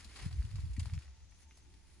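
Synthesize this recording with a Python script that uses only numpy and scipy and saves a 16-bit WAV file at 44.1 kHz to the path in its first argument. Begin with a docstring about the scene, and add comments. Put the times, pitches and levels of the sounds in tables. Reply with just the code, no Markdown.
"""Fruit is picked by hand from a tree outdoors. Over the hush of a field, leaves rub and crackle
while a light gust buffets the microphone for the first second. A small bird chirps far off.
At 0.8 s the stalk fractures and rings, and the freed branch swings back with a few dry knocks.
As the wind drops, the bird calls again among farther twittering, and a bent twig squeaks."""
import sys
import numpy as np
from scipy import signal
from scipy.fft import rfft, irfft
from scipy.io import wavfile
from scipy.ndimage import uniform_filter1d

SR = 44100
rng = np.random.default_rng(int(sys.argv[2]) if len(sys.argv) > 2 else 0)


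def int16_out(signal):
    """Quantize to a 16-bit WAV file."""
    q = np.round(np.clip(np.atleast_2d(signal).T, -1, 1) * 32767)
    wavfile.write(sys.argv[1], SR, q.astype(np.int16))


N = 88200
T, HZ = np.arange(N) / SR, np.fft.rfftfreq(N, 1 / SR)


def amp(db):
    """Amplitude ratio of a level in decibels."""
    return 10 ** (np.asarray(db) / 20)


def unit(x):
    """Normalisation to an rms of 1."""
    return x / np.sqrt(np.mean(x ** 2) + 1e-20)


def envelope(points):
    """Amplitude envelope interpolated from rows of t/s, level/dB."""
    return amp(np.interp(T, *np.transpose(points)))


def spectrum(points):
    """Spectrum level interpolated in log frequency from rows of f/Hz, level/dB."""
    hz, db = np.transpose(points)
    return np.interp(np.log(HZ + 1), np.log(hz), db)


def band(hz, octaves, floor_db):
    """Band-pass response in dB, 6 dB down at the given octaves either side of the centre."""
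    return np.maximum(-6 * (np.log2((HZ + 1) / hz) / octaves) ** 2, floor_db)


def colour(x, db):
    """Minimum-phase filtering at unit power gain: only the shape of the spectrum counts."""
    cepstrum = irfft(np.log(unit(amp(db)) + 1e-6), N)
    cepstrum[1:N // 2] *= 2
    cepstrum[N // 2 + 1:] = 0
    return irfft(rfft(x) * np.exp(rfft(cepstrum)), N)


def wobble(hz):
    """Random modulation: noise of rms 1, low-passed at the given rate."""
    return unit(irfft(rfft(rng.standard_normal(N)) / (1 + (HZ / hz) ** 4), N))


def scatter(x, db, decay_s=.012):
    """Scattering by foliage adds a diffuse echo that decays exponentially."""
    tail = rng.standard_normal((2, SR // 4)) * np.exp(-T[:SR // 4] / decay_s)
    return x + amp(db) * signal.fftconvolve(x, tail / np.linalg.norm(tail[0]), axes=1)[:, :N]


# spectra of the hush and the drone: f/Hz, relative level/dB
HUSH_SPECTRUM = [(30, 5.5), (150, 11.5), (310, 6), (430, -2), (600, -1), (740, 0), (880, 2.5), (1050, -4.5),
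                 (1400, -4), (2200, -1.5), (3000, -2.5), (5000, -1.5), (7000, -2.5), (9300, -12.5),
                 (10800, -26), (12200, -27), (14000, -29)]
DRONE_SPECTRUM = [(60, -24.5), (140, 5), (230, 2), (350, 4.5), (430, -6.5), (560, -28), (1000, -53)]
# their envelopes: t/s, level/dB
HUSH_LEVEL = [(0, -70), (.4, -68.5), (1.15, -71), (1.5, -70), (2, -72)]
DRONE_LEVEL = [(0, -79), (.15, -68.5), (.27, -68), (.4, -69.5), (.6, -77), (1, -84), (1.4, -96),
               (1.53, -78.5), (1.68, -70.5), (1.8, -75.5), (1.87, -76.5), (2, -70)]
def field():
    """Superposition of distant sources: hushing foliage, a low drone and a thin, wavering whine."""
    hush = envelope(HUSH_LEVEL) * colour(rng.standard_normal((2, N)), spectrum(HUSH_SPECTRUM))
    drone = envelope(DRONE_LEVEL) * colour(rng.standard_normal((2, N)), spectrum(DRONE_SPECTRUM))
    whine_hz = 894 * (1 + .00718 * wobble(15))
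    whine = amp(-86 + 6 * wobble(15)) * np.sin(2 * np.pi * np.cumsum(whine_hz) / SR)
    return hush + drone * np.array([[1], [.6]]) + whine * np.array([[1], [0]])


# rustle spectrum: f/Hz, relative level/dB
LEAF_SPECTRUM = [(150, -13), (350, 1), (500, -4), (700, -6.5), (950, -2.5), (1500, 0), (2200, 0.5),
                 (2900, -3), (4700, -1), (6000, -7), (8200, -4), (9300, -3), (10600, -9), (12200, -21.5),
                 (13600, -35.5), (15500, -27)]
# envelope of the brushing, and the gain of its treble: t/s, level/dB
BRUSH_LEVEL = [(0, -58), (.036, -63), (.075, -64), (.14, -60.5), (.17, -56), (.205, -55.5), (.26, -56.5),
               (.278, -57), (.295, -66), (.45, -65.5), (.54, -66), (.59, -65), (.67, -67.5), (.78, -70),
               (.82, -67), (.88, -64), (.96, -67.5), (1.03, -65), (1.1, -73), (1.2, -74), (1.3, -79.5),
               (1.43, -70.5), (1.465, -84.5), (1.58, -73), (1.68, -79.5), (1.745, -74), (1.81, -79.5),
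               (1.92, -72), (2, -77)]
TREBLE_GAIN = [(0, -2), (.2, -4), (.35, -0.5), (.6, -1.5), (.8, 2), (1, -5.5), (1.15, -6), (1.28, -3),
               (1.4, 5.5), (1.52, 6.5), (1.62, -1), (1.8, 3.5), (1.93, 4.5)]
def leaves(crackles_per_s=900, treble_hz=8100):
    """Friction of leaf on leaf gives fluttering noise and a Poisson train of tiny crackles."""
    sizes = amp(2 * np.minimum(rng.exponential(1, (2, N)), 4)) * rng.choice([-1, 1], (2, N))
    impulses = sizes * (rng.random((2, N)) < crackles_per_s / SR)
    crackles = unit(scatter(impulses, db=-8.5, decay_s=.0015))
    rub = amp(-1.5) * rng.standard_normal((2, N)) + amp(-2) * crackles
    flutter = amp(1.3 * wobble(60))
    rustle = colour(rub * envelope(BRUSH_LEVEL) * flutter, spectrum(LEAF_SPECTRUM))
    body = irfft(rfft(rustle) / (1 + (HZ / treble_hz) ** 8), N)
    return body + (rustle - body) * envelope(TREBLE_GAIN)


# rumble spectrum, and what a full gust adds to it: f/Hz, relative level/dB
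RUMBLE_SPECTRUM = [(15, -32.5), (30, -21.5), (48, -3.5), (66, 0), (85, -5.5), (110, -15.5), (150, -32),
                   (230, -44.5), (350, -78), (600, -86)]
GUST_BOOST = [(40, 2.5), (70, -3), (115, 10.5), (170, 18), (260, 13), (600, 15)]
# wind envelope: t/s, level/dB
WIND_LEVEL = [(0, -57), (.19, -56.5), (.24, -43), (.3, -46.5), (.37, -45), (.5, -48), (.56, -42),
              (.66, -43.5), (.74, -49.5), (.82, -39.5), (.9, -48.5), (.97, -39.5), (1.015, -59),
              (1.09, -63), (1.16, -58), (1.25, -59.5), (1.33, -59), (1.5, -66.5), (1.56, -66.5),
              (1.66, -59.5), (2, -60.5)]
def wind(full_gust_db=-48.5, common_gain=.88):
    """Turbulent pressure on the microphones makes a partly coherent rumble that brightens in a gust."""
    noise = rng.standard_normal((2, N))
    strength, calm_db = envelope(WIND_LEVEL), spectrum(RUMBLE_SPECTRUM)
    gust = np.minimum(strength / amp(full_gust_db), 1)
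    dull, bright = colour(noise, calm_db), colour(noise, calm_db + spectrum(GUST_BOOST))
    air = signal.hilbert((1 - gust) * dull + gust * bright)
    swell = np.sqrt(uniform_filter1d(uniform_filter1d(abs(air) ** 2, size=1100), size=600))
    common, apart = unit(air.real / swell ** .49)  # partly evens out the random swells
    return (common_gain * common + np.sqrt(1 - common_gain ** 2) * np.array([apart, -apart])) * strength


# spectrum of a cracking twig: f/Hz, relative level/dB
TWIG_SPECTRUM = [(200, -22.5), (600, -11.5), (1000, -5), (1500, -6.5), (2100, 2), (3000, -0.5),
                 (4600, -0.5), (6000, -4.5), (8000, 0.5), (9500, -6), (11000, -9.5), (12300, -26),
                 (13800, -21), (15500, -40)]
# leaf flicks and twig ticks: t/s, level/dB, decay/s, tilt/(dB/octave), click/dB, resonance f/Hz
TWIG_TICKS = [(.046, -52, .0055, 2.5, 3, 4320), (.1605, -49, .004, -3, -12, 3780),
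              (.1675, -50.5, 0.003, -2, 1, 3040), (.173, -51.5, 0.0023, -1.5, 2, 1110),
              (.199, -52, 0.0024, -6, 1, 3400), (.2028, -53, 0.0023, -1, 3, 1880),
              (.2135, -60, 0.0036, -4, 0, 3900), (.2285, -55, 0.0051, -2, 0, 1020),
              (.311, -58, 0.0082, -4, 0, 1480), (.327, -53.5, 0.0048, -1.5, -16, 4400),
              (.428, -56, 0.0016, 0, -2, 4800), (.45, -59, 0.007, 0.5, -18, 3170),
              (.513, -57, 0.0021, 1, -14, 2150), (.557, -54, 0.0059, -0.5, 0, 5100),
              (.585, -59, 0.0038, -8.5, 4.5, 1150), (.604, -56.5, 0.0045, 2, -12, 3930),
              (.656, -58.5, .002, 2, -11, 3820), (.734, -58, .0052, 2.5, 1.5, 6240),
              (.7655, -54.5, 0.0061, -1.5, -19, 2240), (.8295, -57, 0.0063, 2.5, -15, 3800),
              (.8575, -54, 0.0051, 1, -1, 3540), (.9355, -53.5, 0.0086, -2, -8, 5900),
              (.9415, -59, 0.0023, -3, -5, 2500), (.951, -59, 0.0065, -0.5, -8, 6490),
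              (.9895, -58, 0.0048, 1, -11, 6260), (1.022, -59, .004, -1, -14, 2350),
              (1.079, -66, 0.0071, -7, -10, 1400), (1.311, -63.5, 0.0022, 6, -5, 5870),
              (1.322, -63.5, .003, -7.5, -3, 2230), (1.572, -60.5, 0.0076, 5.5, -18, 5400),
              (1.739, -65.5, 0.0069, -0.5, -14, 4290)]
def cracks(rows, resonance_db=5.5, resonance_octaves=.3):
    """Impulsive excitation: a click and a dying spray of splinters are filtered by resonant wood."""
    out, twig = np.zeros((2, N)), spectrum(TWIG_SPECTRUM)
    octaves = np.log2(np.clip(HZ, 700, 10000) / 3000)
    for start, db, decay_s, tilt_db, click_db, wood_hz in rows:
        burst = rng.standard_normal((2, N)) * np.exp(-T / decay_s)
        burst[0, 0] = burst[1, 8] = 6 * amp(click_db)
        wood = resonance_db * np.exp(-(np.log2((HZ + 1) / wood_hz) / resonance_octaves) ** 2)
        at = int(start * SR)
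        out[:, at:] += amp(db) * colour(burst, twig + tilt_db * octaves + wood)[:, :N - at]
    return out


# eddies: centre t/s, level/dB, f/Hz, half length/s, lag at the left microphone/s
EDDIES = [(0.062, -56.5, 206, 0.01, 0), (0.076, -43.5, 60.8, 0.0079, -.002),
          (0.2646, -26.5, 121, 0.0049, .001), (0.286, -36, 85, 0.028, .002),
          (0.313, -41.5, 80, .01, 0.0003), (.338, -38, 81, 0.011, .002), (0.402, -25.5, 60, 0.019, 0),
          (0.443, -50.5, 204, 0.0051, 0), (0.455, -30.5, 93, 0.0086, .002), (.555, -31, 99.2, 0.015, 0),
          (0.596, -34.5, 81, 0.009, -.001), (0.642, -31.5, 88.5, 0.0091, -.002),
          (0.678, -43, 79, 0.011, -.002), (0.727, -36, 60.8, 0.055, -.003), (0.784, -36.5, 210, 0.0045, 0),
          (0.793, -33, 87, 0.017, 0), (0.827, -34, 75, 0.043, 0), (0.872, -35.5, 85, .009, 0),
          (0.9345, -27.5, 82, 0.0096, .0005), (0.982, -33, 77, 0.0078, 0), (1.092, -46, 66.8, 0.057, .002),
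          (1.195, -54, 68, 0.028, 0), (1.236, -48, 60.4, .016, .003), (1.487, -55.5, 71.3, 0.052, 0)]
def eddy(centre_s, db, hz, half_s, lag_s, sag=.19):
    """Convection carries an eddy past each microphone in turn: a few pressure swings that slow down."""
    t = np.clip(T - centre_s - lag_s * np.array([[1], [-1]]) / 2, -.15, .15)
    cycles = hz * (t - sag * half_s * np.log(np.cosh(t / half_s)))
    return amp(db) * np.sin(2 * np.pi * cycles) / np.cosh(1.91 * t / half_s)


# chirps of a distant bird: t/s, level/dB
BIRD_CHIRPS = [(.315, -66.5), (.378, -72), (1.262, -73), (1.335, -73), (1.402, -70), (1.466, -66.5),
               (1.528, -66), (1.596, -67.5)]
def bird(chirp_s=.054, top_hz=6580, end_hz=6020):
    """Frequency modulation: thin falling whistles, blurred by scattering on their way."""
    song = np.zeros((2, N))
    for start, db in BIRD_CHIRPS:
        progress = np.clip((T - start) / chirp_s, 0, 1)
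        hz = (top_hz + (end_hz - top_hz) * progress) * (1 + .007 * wobble(97))
        song[0] += amp(db) * np.sin(np.pi * progress ** 1.5) * np.sin(2 * np.pi * np.cumsum(hz) / SR)
    return scatter(song, db=-5, decay_s=.035)


# knocks of twig on twig: t/s, peak level/dB, f/Hz, half width/octaves
TWIG_KNOCKS = [(0.4221, -47, 1710, 0.49), (0.8566, -44.5, 1000, 0.69), (.8958, -46, 1900, 0.9),
               (.899, -44, 1520, 1.25), (.978, -43, 2060, 0.71), (1.51, -48, 2100, 0.75),
               (1.574, -63.5, 754, 0.56)]
def knocks():
    """Impact on heavily damped wood: each knock is the brief impulse response of a broad band."""
    out = np.zeros((2, N))
    for start, db, hz, octaves in TWIG_KNOCKS:
        pulse = colour(signal.unit_impulse(N), band(hz, octaves, floor_db=-50))
        at = int(start * SR)
        out[0, at:] += amp(db) * pulse[:N - at] / abs(pulse).max()
    return scatter(out, db=-8)


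# fibres giving way: t/s, level/dB, decay/s, tilt/(dB/octave), click/dB, resonance f/Hz
FIBRE_BREAKS = [(.795, -44.5, 0.0024, 0.5, -17, 7800), (.7985, -44, 0.0034, 0, -20, 4540),
                (.8012, -47.5, 0.0026, -6.5, -7, 2250), (.805, -48, 0.0033, 3.5, -12, 2970)]
# modes of the stalk: f/Hz, level/dB, T60/s
STALK_MODES = [(2066, -54, .025), (3750, -48, .014), (4820, -47.5, .02), (5940, -52, .014),
               (6900, -52, .012)]
def stalk():
    """Fracture in four quick steps; the second and strongest sets the stalk's damped modes ringing."""
    t = np.maximum(T - FIBRE_BREAKS[1][0], 0)
    ring = sum(amp(db - 60 * t / t60) * np.sin(2 * np.pi * hz * t) for hz, db, t60 in STALK_MODES)
    return scatter(cracks(FIBRE_BREAKS) + ring * np.array([[.8], [.6]]), db=-5.5)


# envelope of the farther birds: t/s, level/dB
TWITTER_LEVEL = [(0, -88), (1, -84), (1.15, -74.5), (1.35, -75), (1.55, -77), (1.62, -87), (2, -90)]
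def twitter():
    """Incoherent summation blurs farther birds into a wavering band of noise, off to the left."""
    chorus = colour(rng.standard_normal((2, N)), band(hz=6100, octaves=.16, floor_db=-60))
    return chorus * envelope(TWITTER_LEVEL) * amp(2.7 * wobble(25)) * np.array([[1], [.4]])


def squeak(start_s=1.511, length_s=.021, low_hz=1900, top_hz=2850):
    """A twig bent by the hand squeaks: a tone glides up and holds, roughened by frequency jitter."""
    progress = np.clip((T - start_s) / length_s, 0, 1)
    hz = top_hz + (low_hz - top_hz) * np.exp(-(progress / .25) ** 2)
    cycles = np.cumsum(hz * (1 + .05 * wobble(360))) / SR
    fade = np.sqrt(1 - progress) * (progress > 0)
    return amp(-66) * fade * np.sin(2 * np.pi * cycles) * np.array([[1], [0]])


# microphone pair: f/Hz, likeness (0-1), phase lead of the left/rad, left minus right level/dB
PAIR_RESPONSE = [(100, .88, -.2, .5), (1000, .88, .1, .5), (1900, .88, 0, -.3), (2900, .8, 1.1, 0),
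                 (4200, .7, 1, 2.7), (5400, .55, 1, 3.7), (6600, .75, 0, 3), (8350, .95, -3.1, 1),
                 (9900, .96, -6.1, 0), (10400, .94, -6.5, 0), (12000, .92, -9.4, 0), (13400, .9, -12.5, 0),
                 (15500, .9, -13, 0)]
def microphones(pair, spread):
    """Partial coherence: row 0 feeds both sides, row 1 their difference, which grows with spread."""
    hz, *columns = np.transpose(PAIR_RESPONSE)
    likeness, lead, side_db = (np.interp(HZ, hz, column) for column in columns)
    share = np.clip(spread ** 2 * (1 - likeness) / 2, 0, .5)
    common, apart = np.sqrt(1 - share) * rfft(pair[0]), np.sqrt(share) * rfft(pair[1])
    left = (common + apart) * amp(side_db / 2)
    right = (common - apart) * np.exp(-1j * lead) / amp(side_db / 2)
    return irfft([left, right], N)


def scene():
    """Superposition of the near tree, the more diffuse distance and wind on the microphones."""
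    tree = leaves() + scatter(cracks(TWIG_TICKS), db=-3) + knocks() + stalk() + squeak()
    distance = microphones(field() + bird(), spread=2.16) + twitter()
    buffeting = wind() + sum(eddy(*row) for row in EDDIES)
    return microphones(tree, spread=1.44) + distance + buffeting


def record(dry):
    """Band limiting: a linear-phase low-pass filter cuts off at 15.6 kHz."""
    lowpass = signal.firwin(511, 15600, window=("kaiser", 9), fs=SR)
    return signal.oaconvolve(dry, lowpass[None], "same")


dry = scene()
out = record(dry)
int16_out(out)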